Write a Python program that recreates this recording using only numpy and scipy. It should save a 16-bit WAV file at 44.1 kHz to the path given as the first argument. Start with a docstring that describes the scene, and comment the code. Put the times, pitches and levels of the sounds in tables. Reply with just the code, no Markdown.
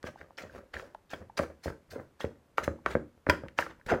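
"""Stirring wet minced meat

A hand stirs the meat in a big plastic bowl on a kitchen table, about three strokes a second.
The utensil stabs in with a squelch, taps the wall, scrapes along it, squishes the meat and thumps
the bowl against the table, while little air pockets pop. Near the end one hard knock rings the
whole bowl. The small kitchen echoes it all."""
import sys
import numpy as np
from scipy import signal
from scipy.fft import rfft, irfft, next_fast_len
from scipy.io import wavfile
from scipy.ndimage import uniform_filter1d, map_coordinates

SR = 44100
rng = np.random.default_rng(int(sys.argv[2]) if len(sys.argv) > 2 else 0)


def wav_out(sig):
    """Save sig, one row per channel (or a flat mono array), as 16-bit PCM at SR to the path in sys.argv[1]."""
    wavfile.write(sys.argv[1], SR, np.round(np.clip(np.atleast_2d(sig).T, -1, 1) * 32767).astype(np.int16))


N = 176400
T = np.arange(SR // 2) / SR  # each single sound gets half a second
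HZ = np.fft.rfftfreq(len(T), 1 / SR)  # the frequencies in such a sound


def amp(db):
    """Turn decibels into a gain, a number to multiply by."""
    return 10 ** (np.asarray(db) / 20)


def unit(x):
    """Scale x so its average strength (rms) is 1."""
    return x / np.sqrt(np.mean(x ** 2) + 1e-20)


def peaked(x):
    """Scale x so its peak is 1."""
    return x / np.abs(x).max()


def along(points, hz):
    """Read between (frequency, value) points, on a log frequency scale."""
    freqs, values = np.transpose(points)
    return np.interp(np.log(hz + 1), np.log(freqs + 1), values)


def add(out, s, x):
    """Mix x into out, starting at s seconds."""
    start = round(s * SR)
    x = x[max(-start, 0):max(len(out) - start, 0)]
    out[max(start, 0):][:len(x)] += x


def filtered(x, gain):
    """Turn each frequency of a whole track up or down by gain(hz)."""
    size = next_fast_len(N + SR // 2)
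    return irfft(rfft(x, size) * gain(np.fft.rfftfreq(size, 1 / SR)), size)[:N]


def wobble(x):
    """A smooth random curve with a new value at each whole number of x."""
    return map_coordinates(rng.standard_normal(len(T) // 8), [x], mode="mirror")


def blow(*gains):
    """The sharpest pulse with these tones combined and no sound before its start."""
    cepstrum = irfft(np.log(sum(g ** 2 for g in gains) + 1e-12) / 2)
    # folding this onto its first half packs the energy at the start
    cepstrum[1:] *= 2
    cepstrum[len(T) // 2:] = 0
    return irfft(np.exp(rfft(cepstrum)))


def contact(*gains, ripple_db=3, ripple_step_hz=173.4, delay_at_500_hz_s=0.000976):
    """A blow on one spot of the bowl: each spot favours its own notes, and the wall smears the blow."""
    spot = amp(ripple_db * wobble(HZ / ripple_step_hz) * HZ / (HZ + 500))
    pulse = blow(*[g * spot for g in gains])
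    lag = 4 * np.pi * delay_at_500_hz_s * np.sqrt(500 * HZ)  # high notes cross the plastic faster
    return peaked(irfft(rfft(pulse) * np.exp(-1j * lag)))


def ring(notes, rough):
    """Fading notes, made unsteady by the loose load of meat."""
    ringing = np.zeros(len(T))
    for hz, db, fade_s in notes:
        waver = rough * wobble(T * np.sqrt(hz) * 4)
        ringing += amp(db - 60 * T / fade_s) * np.sin(2 * np.pi * hz * T + waver)
    return ringing * (1 - np.exp(-T / 0.00035))


def sliding(x, ripple_db=4.5):
    """The favoured notes keep changing as the utensil slides from spot to spot."""
    hz, _, spectra = signal.stft(x, SR, nperseg=512)
    ripple = uniform_filter1d(rng.standard_normal(spectra.shape), size=3, axis=0)
    ripple = unit(uniform_filter1d(ripple, size=3, axis=1))
    gain = amp(ripple_db * ripple * (hz / (hz + 500))[:, None])
    return signal.istft(spectra * gain, SR, nperseg=512)[1][:len(x)]


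def rub(gain, rise_s, fall_s, grains_per_s, spread_db, cling_db=2, cling_per_s=190):
    """A cloud of tiny slips that sticks and lets go; it rises 20 dB to its middle, then falls."""
    sizes = rng.standard_normal(len(T))
    sizes *= amp(spread_db * rng.standard_normal(len(T)) + cling_db * wobble(T * cling_per_s))
    grains = sizes * (rng.random(len(T)) < grains_per_s / SR)
    t = T - T.mean()
    swell = amp(-20 * np.where(t < 0, (t / rise_s) ** 2, t / fall_s))
    return unit(sliding(irfft(rfft(grains) * gain))) * swell


# tone of the room's background noise: f/Hz, level/dB
AIR_TONE = [(15, -61), (25, 12), (70, 7.5), (405, 1.5), (516, -1), (1130, -5.5), (1610, -8.5),
            (3720, -17.5), (14800, -25.5), (16000, -76.5)]
def air(level_db=-67.5):
    """The quiet kitchen: a faint, steady, low noise."""
    noise = filtered(rng.standard_normal(N), lambda hz: amp(along(AIR_TONE, hz)))
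    return amp(level_db) * unit(noise)


# notes the bowl rings with, for taps and the knock: f/Hz, level/dB, time to fade by 60 dB/s
BOWL_NOTES = [(334, -2, 0.1), (612, 3.5, 0.052), (980, 3, 0.066), (1390, 1, 0.062), (1562, 6.5, 0.043),
              (1883, 9.5, 0.019), (2337, 2, 0.025), (2940, -9, 0.037), (3208, -6, 0.048),
              (4400, -12.5, .03), (4747, -10, 0.044), (5035, -11, 0.049), (7440, -15, 0.02)]
# tone of a tap's sharp crack: f/Hz, level/dB
TAP_CRACK = [(40, -39.5), (150, -12), (500, 5), (1000, 1), (2300, -2), (2900, -10.5), (3700, -46.5),
             (4800, -36), (8500, -52.5), (15500, -41)]
# the utensil taps the wall: t/s, level/dB, f/Hz, width of the note/Hz, crack/dB
TAPS = [(.029, -39.5, 4370, 2480, -3), (0.0707, -32, 1500, 900, 10), (0.3843, -32.5, 1800, 1210, -2),
        (0.7403, -27.5, 1850, 920, -7.5), (0.7967, -31, 1360, 710, -8), (0.947, -48.5, 2700, 2600, -8),
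        (1.1361, -26, 1460, 900, -1), (1.3912, -19, 1330, 696, -19), (1.435, -31.5, 1250, 900, -11),
        (2.2046, -31, 1000, 704, -10), (2.2493, -32, 1700, 1610, 0), (2.5816, -11.5, 1080, 760, -6.5),
        (2.8614, -12, 1274, 600, -12.5), (3.2655, -37, 1480, 974, -9), (3.484, -35, 2000, 1500, -14),
        (3.5878, -7, 1280, 1390, 2.5), (3.664, -30, 1320, 580, -19)]
def taps(ring_db=-10.5, low_cut_hz=290):
    """Each tap briefly rings one patch of the wall, and through it the whole bowl."""
    out = np.zeros(N)
    bowl = ring(BOWL_NOTES, rough=1.0)
    radiated = HZ ** 4 / np.hypot(HZ ** 4, low_cut_hz ** 4)  # the wall gives off little bass
    for s, db, hz, width_hz, crack_db in TAPS:
        crack = amp(crack_db + along(TAP_CRACK, HZ))
        hit = contact(radiated * resonance(hz, width_hz), radiated * crack)
        ringing = peaked(signal.fftconvolve(hit, bowl)[:len(T)])
        add(out, s, amp(db) * (hit + amp(ring_db) * ringing))
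    return out


def resonance(hz, width_hz):
    """The tone of a short note that takes a few cycles to swell; a wider one dies sooner."""
    return (HZ * width_hz) ** 2 / ((hz ** 2 - HZ ** 2) ** 2 + (HZ * width_hz) ** 2)


# tone of a scrape: f/Hz, level/dB
SCRAPE_TONE = [(100, -21), (300, 4), (550, 1), (900, 1.5), (1130, -3.5), (1550, 9), (2300, -1.5),
               (3150, -5.5), (3800, -8.5), (4600, -7.5), (7000, -14), (8500, -20), (15000, -25.5)]
# the utensil scrapes the wall: t/s (loudest point), rise/s, fall/s, level/dB, treble/dB
SCRAPES = [(0.03, 0.0029, 0.041, -51, -7), (0.074, 0.033, 0.039, -46, 0), (0.211, 0.058, .04, -58, -4),
           (.387, 0.01, 0.066, -41, 1.5), (0.581, 0.11, 0.034, -61, 6.5), (0.743, 0.01, 0.044, -45, -6),
           (.797, 0.071, 0.094, -53.5, 5.5), (1.108, 0.0077, 0.075, -44.5, 4.5),
           (1.378, 0.008, 0.039, -35.5, 8.5), (1.433, .02, 0.021, -46, 9), (1.647, 0.015, 0.027, -43.5, 13),
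           (1.695, 0.076, 0.028, -55.5, 9), (1.911, 0.0085, 0.053, -48.5, 16),
           (2.213, 0.019, 0.05, -44, 0.5), (2.581, 0.0073, 0.033, -37.5, -1.5),
           (2.641, 0.014, 0.024, -34.5, 3.5), (2.866, 0.011, 0.023, -41, -16),
           (2.924, 0.067, 0.039, -43, -3.5), (3.3, 0.027, 0.089, -40, -8.5),
           (3.602, 0.026, 0.056, -35.5, 0.5), (3.705, 0.015, 0.027, -44.5, -20),
           (3.864, 0.0028, 0.024, -47.5, 7), (3.903, 0.022, 0.045, -29, -13.5)]
def scrapes(treble_hz=2860):
    """Fine wet crackle as the utensil slides along the plastic."""
    out = np.zeros(N)
    for s, rise_s, fall_s, db, treble_db in SCRAPES:
        tone = amp(along(SCRAPE_TONE, HZ) + treble_db * HZ ** 2 / (HZ ** 2 + treble_hz ** 2))
        add(out, s - T.mean(), amp(db) * rub(tone, rise_s, fall_s, grains_per_s=9000, spread_db=2.5))
    return out


def crackle(count=4, hz=1820, spread_octaves=0.45, swell_s=0.00021):
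    """Tiny air pockets open at random as each scrape dies away; gives rows for pops()."""
    rows = []
    for s, _, fall_s, db, _ in SCRAPES:
        for late, detune in zip(rng.random(count), rng.standard_normal(count)):
            pitch = hz * 2 ** (spread_octaves * detune)
            rows.append((s + fall_s * late, db - 3 - 12 * late, pitch, swell_s))
    return rows


# notes of the table and the loaded bowl: f/Hz, level/dB, time to fade by 60 dB/s
TABLE_NOTES = [(79, -34.5, 0.42), (133, -34, 0.5), (240.5, -23.5, 0.31), (328.3, -21.5, 0.28),
               (379, -17, 0.15), (445.2, -23, 0.17), (546.4, -16, 0.18)]
# tone of a thump's low push: f/Hz, level/dB
THUMP_BASS = [(25, -24.5), (50, -14.5), (78, 8), (110, 3), (170, 0), (260, 1.5), (400, -7.5), (900, -36),
              (4000, -40)]
# tone of a thump's click, and of a pop's wet spit: f/Hz, level/dB
DULL_CLICK = [(100, -26), (600, -20.5), (1000, -18.5), (1600, -14), (1950, -22.5), (2400, -30.5),
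              (3500, -59), (8000, -52), (15000, -72)]
# the bowl thumps the table: t/s, level/dB, f/Hz, bass/dB, click/dB
THUMPS = [(.041, -27, 483, -1.5, 3.5), (0.45, -38, 490, -37, -18), (0.767, -47, 570, -28, 12),
          (0.825, -36.5, 520, -14, -11), (1.133, -27, 607, -14, -7.5), (1.392, -22.5, 584, -17, -5),
          (1.3969, -18, 576, -5, -4), (1.433, -28, 504, -12, -2), (1.6582, -23, 536, -8, -32),
          (1.7019, -31.5, 401, -19, 0.5), (1.935, -32.5, 530, -15, -17), (1.9607, -27, 435, -8, -32),
          (1.998, -33, 540, -23, -2), (2.243, -20, 480, -9.5, -19), (2.583, -26, 540, -36, 9),
          (2.678, -14, 536, -5.5, 0.5), (2.863, -26, 399, -31, -6.5), (2.9524, -12.5, 525, -5, 0),
          (2.9665, -26, 376, -4, -3), (3.268, -16.5, 554, -7.5, 9.5), (3.2891, -16.5, 362, 3.5, 1),
          (3.4359, -31.5, 538, -3, -5), (3.588, -17, 610, -23, -11.5), (3.667, -29, 450, -8.5, 8),
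          (3.915, -18, 440, -12, -6), (3.9198, -14.5, 715, -8, -5.5), (3.928, -17, 380, -10, -23)]
def thumps(width_hz=180, top_cut_hz=2700):
    """A hollow note from the loaded bowl, a low push and a dull click; the table rings on."""
    out = np.zeros(N)
    rings = [ring(TABLE_NOTES, rough=1.0) for _ in range(4)]
    for s, db, hz, bass_db, click_db in THUMPS:
        push = amp(bass_db + along(THUMP_BASS, HZ))
        click = amp(click_db + along(DULL_CLICK, HZ))
        hit = contact(resonance(hz, width_hz), push, click)
        ringing = amp(bass_db / 2) * rings[rng.integers(len(rings))]
        add(out, s, amp(db) * (hit + ringing))
    # keeps the thumps dull, with no bright click
    return filtered(out, lambda hz: 1 / np.hypot(1, (hz / top_cut_hz) ** 4))


# tone of a squish: f/Hz, level/dB
SQUISH_TONE = [(30, -20), (60, 11.5), (80, 9), (110, 4), (250, -2), (420, -1), (490, 3), (570, 6.5),
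               (680, -6.5), (800, -10.5), (1100, -13.5), (1600, -12), (2500, -27), (5000, -65),
               (15000, -55)]
# squished meat drags the bowl: t/s (loudest point), rise/s, fall/s, level/dB, bass/dB
SQUISHES = [(0.089, 0.032, 0.015, -43.5, -14), (.22, 0.028, 0.12, -54, -10), (0.441, 0.047, 0.1, -45, -7.5),
            (.58, 0.068, 0.077, -45.5, -15), (.77, 0.033, 0.15, -44, -9), (1.145, 0.0068, 0.047, -43, -8),
            (1.224, 0.036, 0.039, -44.5, 4.5), (1.415, 0.044, 0.054, -33, -25),
            (1.505, 0.01, 0.024, -47, -15), (1.68, 0.028, 0.053, -36.5, -5), (1.914, 0.014, 0.015, -45, 32),
            (1.98, 0.068, 0.08, -43, -5.5), (2.28, 0.087, 0.12, -52, -2.5),
            (2.622, 0.049, 0.069, -42.5, -2), (2.705, 0.025, 0.05, -42.5, 7),
            (2.899, 0.053, 0.055, -42.5, -3.5), (2.972, 0.053, 0.016, -38.5, 5),
            (3.332, 0.01, 0.017, -30.5, -17.5), (3.451, 0.04, 0.052, -47, 3),
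            (3.615, 0.0084, 0.043, -43, -16), (3.703, 0.0063, 0.056, -53, 24),
            (3.866, 0.0022, 0.015, -35.5, 12), (3.935, 0.032, 0.053, -28.5, -9)]
def squishes(bass_hz=199):
    """Coarse, dull bursts in the meat, shaped by the hollow of the bowl."""
    out = np.zeros(N)
    for s, rise_s, fall_s, db, bass_db in SQUISHES:
        tone = amp(along(SQUISH_TONE, HZ) + bass_db * bass_hz ** 2 / (HZ ** 2 + bass_hz ** 2))
        add(out, s - T.mean(), amp(db) * rub(tone, rise_s, fall_s, grains_per_s=980, spread_db=3))
    return out


# air pockets pop in the wet meat: t/s, level/dB, f/Hz, swell/s
POPS = [(.158, -39.5, 810, 0.00081), (0.2134, -33.5, 1710, 0.00031), (0.307, -40, 830, 0.00036),
        (.3855, -34.5, 2290, 0.00054), (.496, -45, 1580, 0.001), (0.7666, -27.5, 1720, 0.00067),
        (0.9479, -33.5, 870, 0.00082), (.9505, -42, 650, 0.00097), (1.138, -42.5, 3300, .0015),
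        (1.2971, -40, 873, .0012), (2.209, -39, 3305, .0016), (2.789, -48.5, 900, .0007),
        (3.462, -43, 943, 0.00055), (3.6239, -22.5, 1650, 0.00078), (3.813, -45.5, 1663, 0.00041),
        (3.899, -27, 1500, 0.0011)]
def pops(sag=0.011, spit_db=-20.5):
    """Each air pocket spits and sings for a few cycles as it opens, sagging in pitch."""
    out = np.zeros(N)
    for s, db, hz, swell_s in POPS + crackle() + stabs():
        age = T / swell_s
        pitch = hz * (1 + sag * (1 - np.minimum(age / 2, 3)))
        note = np.sin(2 * np.pi * np.cumsum(pitch) / SR)
        spit = unit(irfft(rfft(rng.standard_normal(len(T))) * amp(along(DULL_CLICK, HZ))))
        swell = peaked(age ** 2 * np.exp(-age))
        add(out, s, amp(db) * swell * (note + amp(spit_db) * spit))
    return out


# the utensil stabs into the meat: t/s, length/s, level/dB
STABS = [(.372, .022, -44), (.738, .016, -44), (1.092, .035, -53), (1.369, .018, -36.5), (2.2, .016, -45)]
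def stabs(count=9, from_hz=4560, to_hz=1700, swell_cycles=0.8):
    """A squelch is a run of tiny pops, falling in pitch as the hole opens; gives rows for pops()."""
    rows = []
    for s, length_s, db in STABS:
        depth = (np.arange(count) + rng.random(count)) / count
        hz = from_hz * (to_hz / from_hz) ** depth * np.exp(rng.normal(0, 0.19, count))
        rows += zip(s + length_s * depth, db + rng.normal(0, 0.9, count), hz, swell_cycles / hz)
    return rows


# tone of the hard knock's crack: f/Hz, level/dB
KNOCK_CRACK = [(100, -17.5), (600, 2), (2000, 13.5), (3700, -12), (5000, 1.5), (9000, -22.5), (15500, -15)]
def knock(s=3.2972, db=-5.5, crack_db=12, spray_db=-38.5, spray_fall_s=0.015, spray_hz=4600):
    """The utensil hits the bare wall hard, ringing the whole bowl and flinging off a wet spray."""
    out = np.zeros(N)
    crack = amp(along(KNOCK_CRACK, HZ))
    strike = amp(crack_db) * contact(crack) + 2 * ring(BOWL_NOTES, rough=0.88)
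    add(out, s, amp(db) * peaked(strike))
    add(out, s + 0.002, amp(db - 10) * contact(crack))  # it bounces and hits again
    drops = rng.standard_normal(len(T)) * (rng.random(len(T)) < 9000 / SR)  # 9000 a second
    spray = unit(irfft(rfft(drops) * HZ ** 3 / (HZ ** 4 + spray_hz ** 4)))
    add(out, s, amp(spray_db - 20 * T / spray_fall_s) * spray)
    return out


# first echoes off the near walls: delay/s, level/dB
WALL_ECHOES = [(.0044, -19), (0.0122, -25), (0.018, -33.5)]
# how long the echo lingers: f/Hz, time to fade by 60 dB/s
TAIL_FADE = [(60, 0.22), (200, 0.34), (500, 0.29), (1500, 0.25), (4000, 0.28), (8000, 0.32), (15000, 0.18)]
# tone of the lingering echo: f/Hz, level/dB
TAIL_TONE = [(60, 0.5), (300, 1), (600, -6), (1000, -2.5), (2000, -4.5), (5000, -5.5), (15000, 0.5)]
def kitchen(x, tail_db, pieces=14, build_s=0.0009):
    """The sound itself, a few wall echoes and a blurred tail that changes as the hand moves."""
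    out = x.copy()
    for delay_s, db in WALL_ECHOES:
        add(out, delay_s, amp(db) * x)
    for part in np.array_split(np.arange(N), pieces):
        hz, t, noise = signal.stft(rng.standard_normal(len(T)), SR, nperseg=256)
        fade = amp(-60 * t / along(TAIL_FADE, hz)[:, None])
        tail = signal.istft(noise * fade, SR, nperseg=256)[1][:len(T)]
        tail = irfft(rfft(tail) * amp(along(TAIL_TONE, HZ))) * (1 - np.exp(-T / build_s))
        add(out, part[0] / SR, amp(tail_db) * signal.fftconvolve(x[part], tail / np.linalg.norm(tail)))
    return out


def scene():
    """Hits, rubbing and pops in the kitchen, over its quiet air."""
    background = air()
    hits = kitchen(taps() + thumps() + knock(), tail_db=-10.5)
    rubbing = kitchen(scrapes() + squishes(), tail_db=-6)
    popping = kitchen(pops(), tail_db=-17)
    return (hits + rubbing + popping + background)[None]


def record(dry):
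    """The microphone loses the deepest bass and the very highest treble."""
    low_hz, top_hz = 26, 16200
    return filtered(dry[0], lambda hz: (hz < top_hz) * hz ** 2 / np.hypot(hz ** 2, low_hz ** 2))[None]


dry = scene()
out = record(dry)
wav_out(out)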